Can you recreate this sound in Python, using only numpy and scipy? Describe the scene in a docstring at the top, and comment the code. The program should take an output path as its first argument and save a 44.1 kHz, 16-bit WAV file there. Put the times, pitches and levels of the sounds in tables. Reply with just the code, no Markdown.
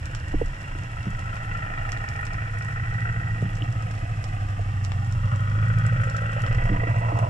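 """Boat engine under water

A four-cylinder boat engine comes nearer, unevenly, heard through the case of a diver's camera.
Firing pulses through an exhaust filter make a throbbing boom; knocks and grit make a clatter that rings the case.
Sliding echo combs colour the clatter. Shrimp snaps are short noise cracks over a fizz of merged far snaps.
The diver's gear knocks in decaying sines; filtered noise makes water rumble, shoves and a faint sea wash."""
import sys
import numpy as np
from scipy import signal
from scipy.fft import rfft, irfft
from scipy.io import wavfile
from scipy.ndimage import uniform_filter1d

SR = 44100
rng = np.random.default_rng(int(sys.argv[2]) if len(sys.argv) > 2 else 0)


def log_audio(samples):
    """Write samples as a 16-bit WAV file to the path given in sys.argv[1]."""
    # one column per channel
    frames = np.atleast_2d(samples).T
    # limit to full scale, then quantise
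    limited = np.clip(frames, -1, 1)
    pcm = np.round(limited * 32767).astype(np.int16)
    wavfile.write(sys.argv[1], SR, pcm)


N = 321489
TIME = np.arange(N) / SR
FREQ = np.maximum(np.arange(N // 2 + 1) * SR / N, 1)

# exhaust pipe and bubble resonances: f/Hz, level/dB
EXHAUST = [(15, -49.5), (50, -12), (70, -7.5), (86, -20.5), (95, 3), (106, 3), (121, 5), (134, 2),
           (146, -26), (163, -1.5), (186, -18), (218, -19), (255, -32), (400, -79), (2000, -120)]
# hum throb: t/s, imbalance of the cycle halves (signed), heavy point/cycles
THROB = [(0, .65, -.08), (.35, .8, -.18), (.6, .7, -.1), (.8, -.1, -.15), (1.05, .7, -.21),
         (1.33, .6, -.12), (1.55, -.85, -.13), (1.85, -.5, -.03), (2.1, -.8, -.09), (2.35, .45, -.11),
         (2.6, .35, -.06), (2.85, .75, -.14), (3.2, .7, -.12), (3.4, -.15, -.1), (3.68, 1.2, -.1),
         (4, -.6, -.02), (4.3, -.3, .08), (4.6, -.38, .19), (4.92, 0, .15), (5.3, -.42, .1),
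         (5.6, .15, .15), (6.0, .6, .27), (6.24, 0, .17), (6.5, 1.3, .11), (6.7, .7, .15),
         (6.93, -1.15, .18), (7.12, .7, .19)]
# exhaust boom: t/s, level/dB, f favoured by the bubble cloud/Hz
BOOM = [(0, -36, 115), (.58, -44, 111), (.9, -35, 108), (1.7, -35, 111.5), (2.6, -30.5, 111),
        (3.05, -27.5, 113.4), (3.4, -27, 113.6), (4.2, -29, 107), (4.7, -25, 100.6), (5.15, -24, 111),
        (5.5, -22, 113), (5.82, -19.5, 118.5), (6.17, -26, 118), (6.5, -24.5, 112), (7.29, -22, 110)]


def boom(turn, lope=0.44, trim_db=0.0):
    """Exhaust pulses ring the pipe; they lope strong and weak, and unequal cycle halves make the hum throb."""
    times, cylinder = firings(turn, early_cycles=0.034)
    jitter_s, scatter_db = .00013, .4
    imbalance, heavy_point = curves(THROB)
    boom_db = curves(BOOM)[0]
    time_chance, size_chance = rng.standard_normal((len(times), 2)).T
    throb = np.interp(times, TIME, imbalance * np.cos(2 * np.pi * (turn - heavy_point)))
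    weight = 1 + 2 * throb + lope * (-1) ** cylinder
    beats = pulses(times + jitter_s * time_chance, weight * undb(scatter_db * size_chance))
    hum = sweep(colour(beats, EXHAUST), bubble_cloud_db, size=8192)
    # a deep throb carries no more power than a smooth hum
    hum = hum / np.sqrt(uniform_filter1d(hum ** 2, size=SR // 2))
    return ports(level(hum, trim_db) * undb(boom_db), 90)


def bubble_cloud_db(s, hz, lift_db=6.5, width_hz=9.1):
    """The exhaust bubble cloud changes size and lifts now one partial of the hum, now its neighbour."""
    return lift_db * bell(hz, curves(BOOM, s)[1], width_hz)


# the four firings of a cycle: clatter level/dB
CYLINDERS = [0, -16, 1.5, -5.5]
# even propeller wash between firings: t/s, strength/share of a firing's burst
WASH = [(0, .35), (1, .16), (1.5, .2), (1.9, .08), (3.3, .07), (3.8, .3), (4.7, .28), (5.7, .17),
        (6.2, .08), (6.9, .09), (7.29, .2)]
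# narrow ring swelling out of the clatter: t at height/s, length/s, f/Hz, width/Hz, level/dB
RING_OUT = (6.76, 0.25, 1950, 85, -36.3)
# thud of one cylinder close by: t at height/s, length/s, f/Hz, width/Hz, level/dB
THUD = (6.5, 0.66, 547, 199, -43)


def clatter(turn, knock_db=13.5, fade_s=0.018):
    """Each firing knocks and bursts in grit, partly alike every cycle, over propeller wash; all ring the case."""
    early_cycles, scatter_db = .125, 1.6
    recurring_power, grit_per_cycle = .52, 3000
    times, cylinder = firings(turn, early_cycles)
    sizes = undb(np.array(CYLINDERS)[cylinder] + scatter_db * rng.standard_normal(len(times)))
    kicks = pulses(times, sizes)
    knocks = undb(knock_db) * kicks
    bursts = curves(WASH)[0] + signal.lfilter([1], [1, -np.exp(-1 / (fade_s * SR))], kicks)
    pattern = rng.standard_normal(grit_per_cycle)[(turn % 1 * grit_per_cycle).astype(int)]
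    fresh = rng.standard_normal(N)
    grit = np.sqrt(recurring_power) * pattern + np.sqrt(1 - recurring_power) * fresh
    struck = bursts * grit + knocks
    whine = passing(bursts * rng.standard_normal(N) + knocks, *RING_OUT)
    thud = passing(pulses(times, cylinder == np.argmax(CYLINDERS)), *THUD)
    return ports(sweep(case(struck), sea_paths_db, size=2048) + whine + thud, FREQ)


# carry of the clatter: t/s, level/dB, tilt/(dB/octave)
CLATTER = [(0, -51, 0.5), (.7, -49, 0.5), (1.4, -44.5, 0), (1.95, -41.5, -0.5), (2.4, -45, 0.5),
           (3.1, -43.5, -1), (4.2, -49.5, -1), (5, -51, -1.5), (5.7, -45.5, 1.5), (6.4, -40, 0.5),
           (6.9, -41, -1.5), (7.29, -40, -5.5)]
# echoes off the waves overhead (short, long path) and off the seabed: t/s, lag/ms, comb depth/dB
SHORT_ECHO = [(0, 1, 3.5), (.9, 0.55, 0), (1.5, 0.29, 1.5), (3.1, 0.28, 5), (3.55, 0.3, -1.3),
              (4.0, 0.73, 2.5), (4.7, 0.45, -1), (5.3, 0.45, 3.5), (6, 0.28, 1.7), (6.6, 0.58, 1)]
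LONG_ECHO = [(0, 1.49, 4.3), (1.0, 1.63, 1.4), (1.9, 1.94, 2.9), (2.5, 1.84, 0.36), (3.15, 1.73, 2.8),
             (3.8, 2.09, 2.3), (4.35, 2.2, 7.3), (5, 2.02, 2.5), (5.2, 1.33, 0.85), (5.6, 1.04, 2.7),
             (6, 1.07, 1.6), (6.5, 0.85, 0.79), (6.9, 0.63, 2.8), (7.29, 0.57, 3.6)]
SEABED_ECHO = [(0, 5, 0.82), (2, 2.9, 0.17), (4, 2.62, 1), (5.1, 2.7, 3.5), (5.5, 4.16, 0.87),
               (6.3, 3.66, 2.8), (7.29, 4.8, 1.6)]
# clatter bands that swell or sink: t at height/s, length/s, f/Hz, width/Hz, lift/dB
SWELLS = [(1.94, .35, 2550, 140, 0), (2.198, 0.9, 426, 49.6, 5.5), (1.8, 0.42, 322, 50, -6.5),
          (2.1, 0.54, 856, 60, 4.5), (2.3, 0.32, 2380, 110, 3.5), (3.95, 0.22, 1710, 200, -0.5),
          (4.11, 0.14, 2560, 170, 4.5), (4.05, 0.42, 1005, 100, -14), (5.2, 0.78, 1150, 70.5, 13),
          (6.098, 0.22, 560, 90, 3), (6.099, .25, 980, 71, -14), (6.103, 0.25, 1370, 132, 3),
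          (6.85, 0.27, 1020, 199, 3.5), (7.18, 0.098, 1000, 216, 6)]
# weaker paths, shortening steadily: shortest and longest lag, glide, comb depth
RIPPLE_LAG_MS, RIPPLE_GLIDE_PER_S, RIPPLE_DB = (3, 10), .08, 1.1


def sea_paths_db(s, hz, pivot_hz=1000):
    """Distance sets level and tilt; echoes comb the sound, and their notches slide as the boat moves."""
    def comb(lag_ms, depth_db):
        return depth_db * np.cos(2 * np.pi * hz * lag_ms / 1000)

    carry_db, tilt_db = curves(CLATTER, s)
    # minus: the waves reflect inverted
    echoes = comb(*curves(SEABED_ECHO, s)) - comb(*curves(SHORT_ECHO, s)) - comb(*curves(LONG_ECHO, s))
    lags_ms = rng.uniform(*RIPPLE_LAG_MS, size=6)
    ripples = sum(comb(lag * np.exp(-RIPPLE_GLIDE_PER_S * s), RIPPLE_DB) for lag in lags_ms)
    swells = sum(db * bell(s, at, length) * bell(hz, centre, width)
                 for at, length, centre, width, db in SWELLS)
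    tilt = tilt_db * np.log2(np.maximum(hz, CASE[0][0]) / pivot_hz)  # flat below the lowest case mode
    return carry_db + tilt + echoes + ripples + swells


def firings(turn, early_cycles):
    """Times and cylinder numbers of the firings, four to a cycle."""
    count = np.arange(1, int(turn[-1] * len(CYLINDERS)))
    return np.interp(count / len(CYLINDERS) - early_cycles, turn, TIME), count % len(CYLINDERS)


# snap colour: f/Hz, level/dB
SNAP_COLOUR = [(1000, 9), (2900, 6.5), (4100, 0), (4900, -0.5), (5450, 5.5), (6400, -3.5), (7500, 4),
               (8100, -3.5), (9000, -5.5), (9700, -5), (11000, -12.5), (13000, -16.5), (14300, -43)]
# near snaps: t/s, level before near_db/dB, f favoured/Hz, left minus right/dB
NEAR_SNAPS = [(0.057, -36, 7010, -7), (0.1495, -28.5, 4660, -2.5), (1.1933, -40, 7890, 2),
              (1.3571, -44, 5550, -5), (1.785, -42, 3730, 0), (1.9197, -27.5, 4700, -1),
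              (2.0885, -34.5, 6300, -3), (2.253, -36, 7310, -8), (2.2673, -38, 5400, 1),
              (2.3346, -38, 5350, 2), (2.5871, -40, 7630, -3), (2.624, -41.5, 5550, -5),
              (3.554, -39.5, 5270, -2), (3.8234, -40, 6930, -5), (3.911, -39, 6500, -7),
              (4.2415, -32.5, 4600, -4), (4.8428, -43.5, 5450, 7), (4.8488, -32.5, 5420, -5),
              (4.919, -35, 3400, 7), (5.1244, -40, 5150, -12), (5.36, -41.5, 7500, -2),
              (5.498, -41.5, 4670, -3), (5.7864, -38.5, 7400, 4), (5.8651, -35, 7680, -1),
              (6.0392, -40.5, 7090, -7), (6.0988, -38, 5500, -9), (6.166, -32.5, 6000, -3),
              (6.32, -44, 5310, -4), (6.419, -34.5, 7260, 0), (6.4645, -33, 4070, -2),
              (6.549, -44, 5150, -11), (7.189, -34.5, 7100, -3)]


def shrimp(far_db=-52.0, middle_db=-42.0, near_db=10.5, fizz_pan_db=-2.5):
    """Far snaps merge into a fizz, closer ones crackle, the nearest stand out."""
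    near = np.array(NEAR_SNAPS) + [0, near_db, 0, 0]
    crackle = snaps(np.vstack([near, colony(per_s=70, faintest_db=middle_db, spread_db=3.)]))
    fizz = level(colour(rng.standard_normal((2, N)), SNAP_COLOUR), far_db)
    fizz_sides = undb(np.array([[.5], [-.5]]) * fizz_pan_db)
    return colour(crackle, SNAP_COLOUR) + fizz * fizz_sides


# band centres of the snap spectrum: f/Hz
SNAP_BANDS_HZ = [3000, 5500, 8000, 12000]


def colony(per_s, faintest_db, spread_db, pan_db=-3.0):
    """Rows of snaps at random moments, most of them faint, each with its own colour and side."""
    when, size, pitch, side = rng.random((int(per_s * N / SR), 4)).T
    db = faintest_db - spread_db * np.log(np.maximum(size, .02))
    favoured_hz = np.interp(pitch, [0, 1], [SNAP_BANDS_HZ[0], SNAP_BANDS_HZ[-1]])
    return np.transpose([when * N / SR, db, favoured_hz, pan_db + 10 * (side - .5)])


def snaps(rows, focus_db_per_oct=10.5):
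    """Each snap is a very short crack in its own colour, then a faint diffuse tail from the seabed."""
    crack_s, tail_s, tail_db = .0007, .014, -15

    def fading(power, seconds):
        return signal.lfilter([1], [1, -np.exp(-2 / (seconds * SR))], power + 1e-18)

    s, db, favoured_hz, pan_db = np.transpose(rows)
    spectrum = 0
    for hz, own in zip(SNAP_BANDS_HZ, np.eye(len(SNAP_BANDS_HZ))):
        band_db = db - focus_db_per_oct * abs(np.log2(hz / favoured_hz))
        power = np.array([pulses(s, undb(band_db + side * pan_db / 2) ** 2) for side in (1, -1)])
        envelope = np.sqrt(fading(power, crack_s) + undb(tail_db) ** 2 * fading(power, tail_s))
        band_gain = np.sqrt(np.interp(FREQ, SNAP_BANDS_HZ, own))  # bands crossfade in power
        spectrum = spectrum + rfft(envelope * rng.standard_normal((2, N))) * band_gain
    return irfft(spectrum, N)


# dull gear knocks: t/s, level/dB, f favoured by the contact/Hz, ring length/multiple of t60
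KNOCKS = [(.338, -19.5, 643, .4), (.3405, -14.5, 325, .6), (.411, -22, 880, .6), (0.4134, -13, 447, .8),
          (0.752, -31.5, 306, .7), (0.827, -35, 283, .7), (1.068, -20.5, 185, .75), (1.075, -28.5, 220, .5),
          (3.422, -20.5, 540, .4), (3.425, -17, 137, .5), (3.446, -26.5, 190, .9), (3.617, -32, 297, 1.8),
          (4.03, -33.5, 267, 1.2), (4.592, -25.5, 676, 1.1), (4.872, -37, 696, 2), (4.955, -36, 710, 3),
          (5.576, -31.5, 352, .8), (6.694, -20, 216, .9), (6.713, -21, 270, 1.8), (6.729, -28, 200, .95),
          (6.785, -33, 300, 1.2), (6.832, -19.5, 564, 1), (6.87, -29, 294, .9), (7.123, -28, 326, 1.9)]
# modes a knock rings: f/Hz, level/dB, t60/s
KNOCK_MODES = [(137, 1.5, 0.24), (193.3, 1, 0.17), (297, 1.5, 0.067), (464.4, 0.5, 0.044),
               (700, -0.5, 0.036), (920, -4, 0.025)]
# light taps on metal: t/s, peak level/dB, f/Hz, t60/s
TAPS = [(3.621, -24, 2940, 0.0088), (3.624, -51, 3240, 0.15), (6.464, -33, 2940, 0.014)]


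def gear(rise_s=0.0019, focus_db_per_oct=20.5, weakest_db=-35.0):
    """Soft knocks bend the case, stirring most the modes near their own pitch; taps on metal ring higher."""
    knocks = 0
    for hz, mode_db, t60 in KNOCK_MODES:
        mode = 0
        for s, db, favoured_hz, length in KNOCKS:
            stir_db = max(-focus_db_per_oct * abs(np.log2(hz / favoured_hz)), weakest_db)
            mode = mode + blow(s, db + mode_db + stir_db, hz, t60 * length, rise_s)
        knocks = knocks + ports(mode, hz)
    return knocks + sum(blow(s, db, hz, t60, rise_s=0.00085) for s, db, hz, t60 in TAPS)


def blow(s, db, hz, t60, rise_s):
    """A struck mode that swells during the contact and dies away."""
    age = TIME[:SR // 4]
    shape = (1 - np.exp(-(age / rise_s) ** 2)) * np.exp(-np.log(1000) * age / t60)
    tone = undb(db) * shape / shape.max() * np.sin(2 * np.pi * hz * age)
    return np.pad(tone, (int(s * SR), N))[:N]


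# water rumble: f/Hz, level/dB
RUMBLE = [(8, -28.5), (20, -7), (30, 2), (45, -13.5), (80, -3.5), (140, -9), (240, -29.5), (295, -25),
          (380, -40.5), (1000, -36.5), (3000, -52), (12000, -106)]
# water pushing on the case: t/s, level/dB, length/s
SURGES = [(0.359, -24, 0.011), (0.424, -27.5, 0.089), (1.143, -28, 0.043), (6.642, -23, 0.1)]


def water(rumble_db=-32.5, surge_hz=24, surge_width_hz=30):
    """Flow rumbles along the case and now and then gives it a slow shove."""
    rumble = level(colour(rng.standard_normal(N), RUMBLE), rumble_db)
    shove = sum(undb(db) * bell(TIME, s, length) for s, db, length in SURGES)
    push = level(ring(rng.standard_normal(N), surge_hz, surge_width_hz), 0)
    return ports(rumble + shove * push, surge_hz)


def sea_wash(wash_db=-50.5):
    """The sea's steady noise keeps the case ringing faintly, its upper modes lifted by a tilt."""
    return ports(undb(wash_db) * case(rng.standard_normal(N), tilt_db=8.0, pivot_hz=2820), FREQ)


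# camera case modes: f/Hz, width/Hz, level/dB
CASE = [(294, 85, -13), (489, 69, -9.5), (555, 111, -7.5), (700, 185, -3.7), (804, 100, -5.2),
        (992, 130, -7.5), (1325, 190, .5), (1515, 225, -.3), (1796, 136, -5.5), (1917, 164, .5),
        (2275, 280, -7.5), (2543, 183, -13.5), (2756, 190, -9.5), (3053, 233, -21), (3232, 337, -17)]


def case(x, tilt_db=0, pivot_hz=1000):
    """All modes of the camera case ring together, each at its own level; tilt in dB per octave."""
    power = 0
    for hz, width, db in CASE:
        mode_power = undb(db + tilt_db * np.log2(hz / pivot_hz)) ** 2 / width
        power = power + mode_power / (1 + ((FREQ / hz - hz / FREQ) * hz / width) ** 2) ** 2
    return colour(level(x, 0), np.transpose([FREQ, 10 * np.log10(power * 2 * SR / np.pi)]))


# case to the two microphones: f/Hz, left minus right/dB, left lead/rad
SIDES = [(110, -1, -.2), (294, -1.5, -.5), (500, -6, -1.2), (600, -9, -1.7), (820, -10, -2.9),
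         (950, -2, -2.4), (1080, -1, -1.9), (1200, 8, -4.1), (1350, 8, -3.7), (1480, 5, -4),
         (1550, 1, -3.9), (1650, -8, -3.7), (1850, -7.5, -4.5), (2000, -6, -4.3), (2340, 4, -3.7),
         (2480, 5, -.7), (2690, -4, -.1), (3000, -1, -.1), (3340, 4, 1.3)]


def ports(x, hz):
    """The flexing case reaches the two microphones with unlike strength and phase."""
    side_hz, pans_db, leads = np.transpose(SIDES)
    ratio = undb(np.interp(hz, side_hz, pans_db) / 2) * np.exp(.5j * np.interp(hz, side_hz, leads))
    gain = np.vstack([ratio, 1 / ratio])
    return irfft(rfft(x) * gain / np.sqrt(np.mean(abs(gain) ** 2, axis=0)), N)


def undb(db):
    """Decibels to gain."""
    return 10 ** (np.asarray(db) / 20)


def level(x, db):
    """Scale to an rms level."""
    return x * undb(db) / np.sqrt(np.mean(x ** 2))


def curves(table, at=TIME):
    """Each column after the first as a control, linear between the times."""
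    s, *columns = np.transpose(table)
    return [np.interp(at, s, c) for c in columns]


def bell(x, centre, spread):
    """A smooth hump of height 1; spread is its standard deviation."""
    return np.exp(-.5 * ((x - centre) / spread) ** 2)


def pulses(times, sizes):
    """One impulse at each time."""
    return np.bincount(np.clip(np.asarray(times) * SR, 0, N - 1).astype(int), sizes, N)


def walk(per_s):
    """A slow random wander with a spread near 1."""
    k = int(SR / per_s)
    steps = np.repeat(rng.standard_normal(N // k + 1), k)
    return 1.3 * uniform_filter1d(uniform_filter1d(steps, k), k)[:N]


def ring(x, hz, width):
    """A resonance applied twice, for steep skirts."""
    return irfft(rfft(x) / (1 + 1j * (FREQ / hz - hz / FREQ) * hz / width) ** 2, N)


def passing(x, s, length, hz, width, db):
    """A resonance that swells and fades as the boat moves."""
    return level(ring(x, hz, width), db) * bell(TIME, s, length)


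def colour(x, points):
    """Causal filter through (Hz, dB) points, from the cepstrum of the log gain."""
    hz, db = np.transpose(points)
    log_gain = np.log(undb(np.interp(np.log(FREQ), np.log(hz), db)))
    cepstrum = irfft(log_gain, N)
    fold = 1 + np.sign(N / 2 - np.arange(N)) * (np.arange(N) > 0)  # minimum phase
    return irfft(rfft(x) * np.exp(rfft(cepstrum * fold)), N)


def sweep(x, gain_db, size):
    """A filter that changes with time; gain_db(s, hz) gives its shape."""
    hz, s, frames = signal.stft(x, SR, nperseg=size)
    gain = undb(gain_db(s, np.maximum(hz, 1)[:, None]))
    return signal.istft(frames * gain, SR, nperseg=size)[1][:N]


# engine speed: t/s, rate/(working cycles/s)
SPEED = [(0.0, 14.27), (0.5, 13.63), (1.26, 13.84), (1.8, 13.22), (2.7, 13.18), (3.05, 13.93), (3.5, 13.38),
         (3.8, 13.51), (4.3, 12.65), (5.12, 11.71), (5.65, 13.39), (6.1, 13.57), (7.29, 14.23)]


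def scene():
    """The engine's slightly unsteady turning drives boom and clatter, amid the sea's own sounds."""
    waver_cycles, waver_per_s = .006, 5
    turn = np.cumsum(curves(SPEED)[0]) / SR + waver_cycles * walk(waver_per_s)
    return boom(turn) + clatter(turn) + shrimp() + gear() + water() + sea_wash()


TOP_HZ = 14250


def record(dry):
    """The camera cuts the top with a steep low-pass."""
    return signal.sosfilt(signal.ellip(10, .2, 80, TOP_HZ, fs=SR, output="sos"), dry)


dry = scene()
out = record(dry)
log_audio(out)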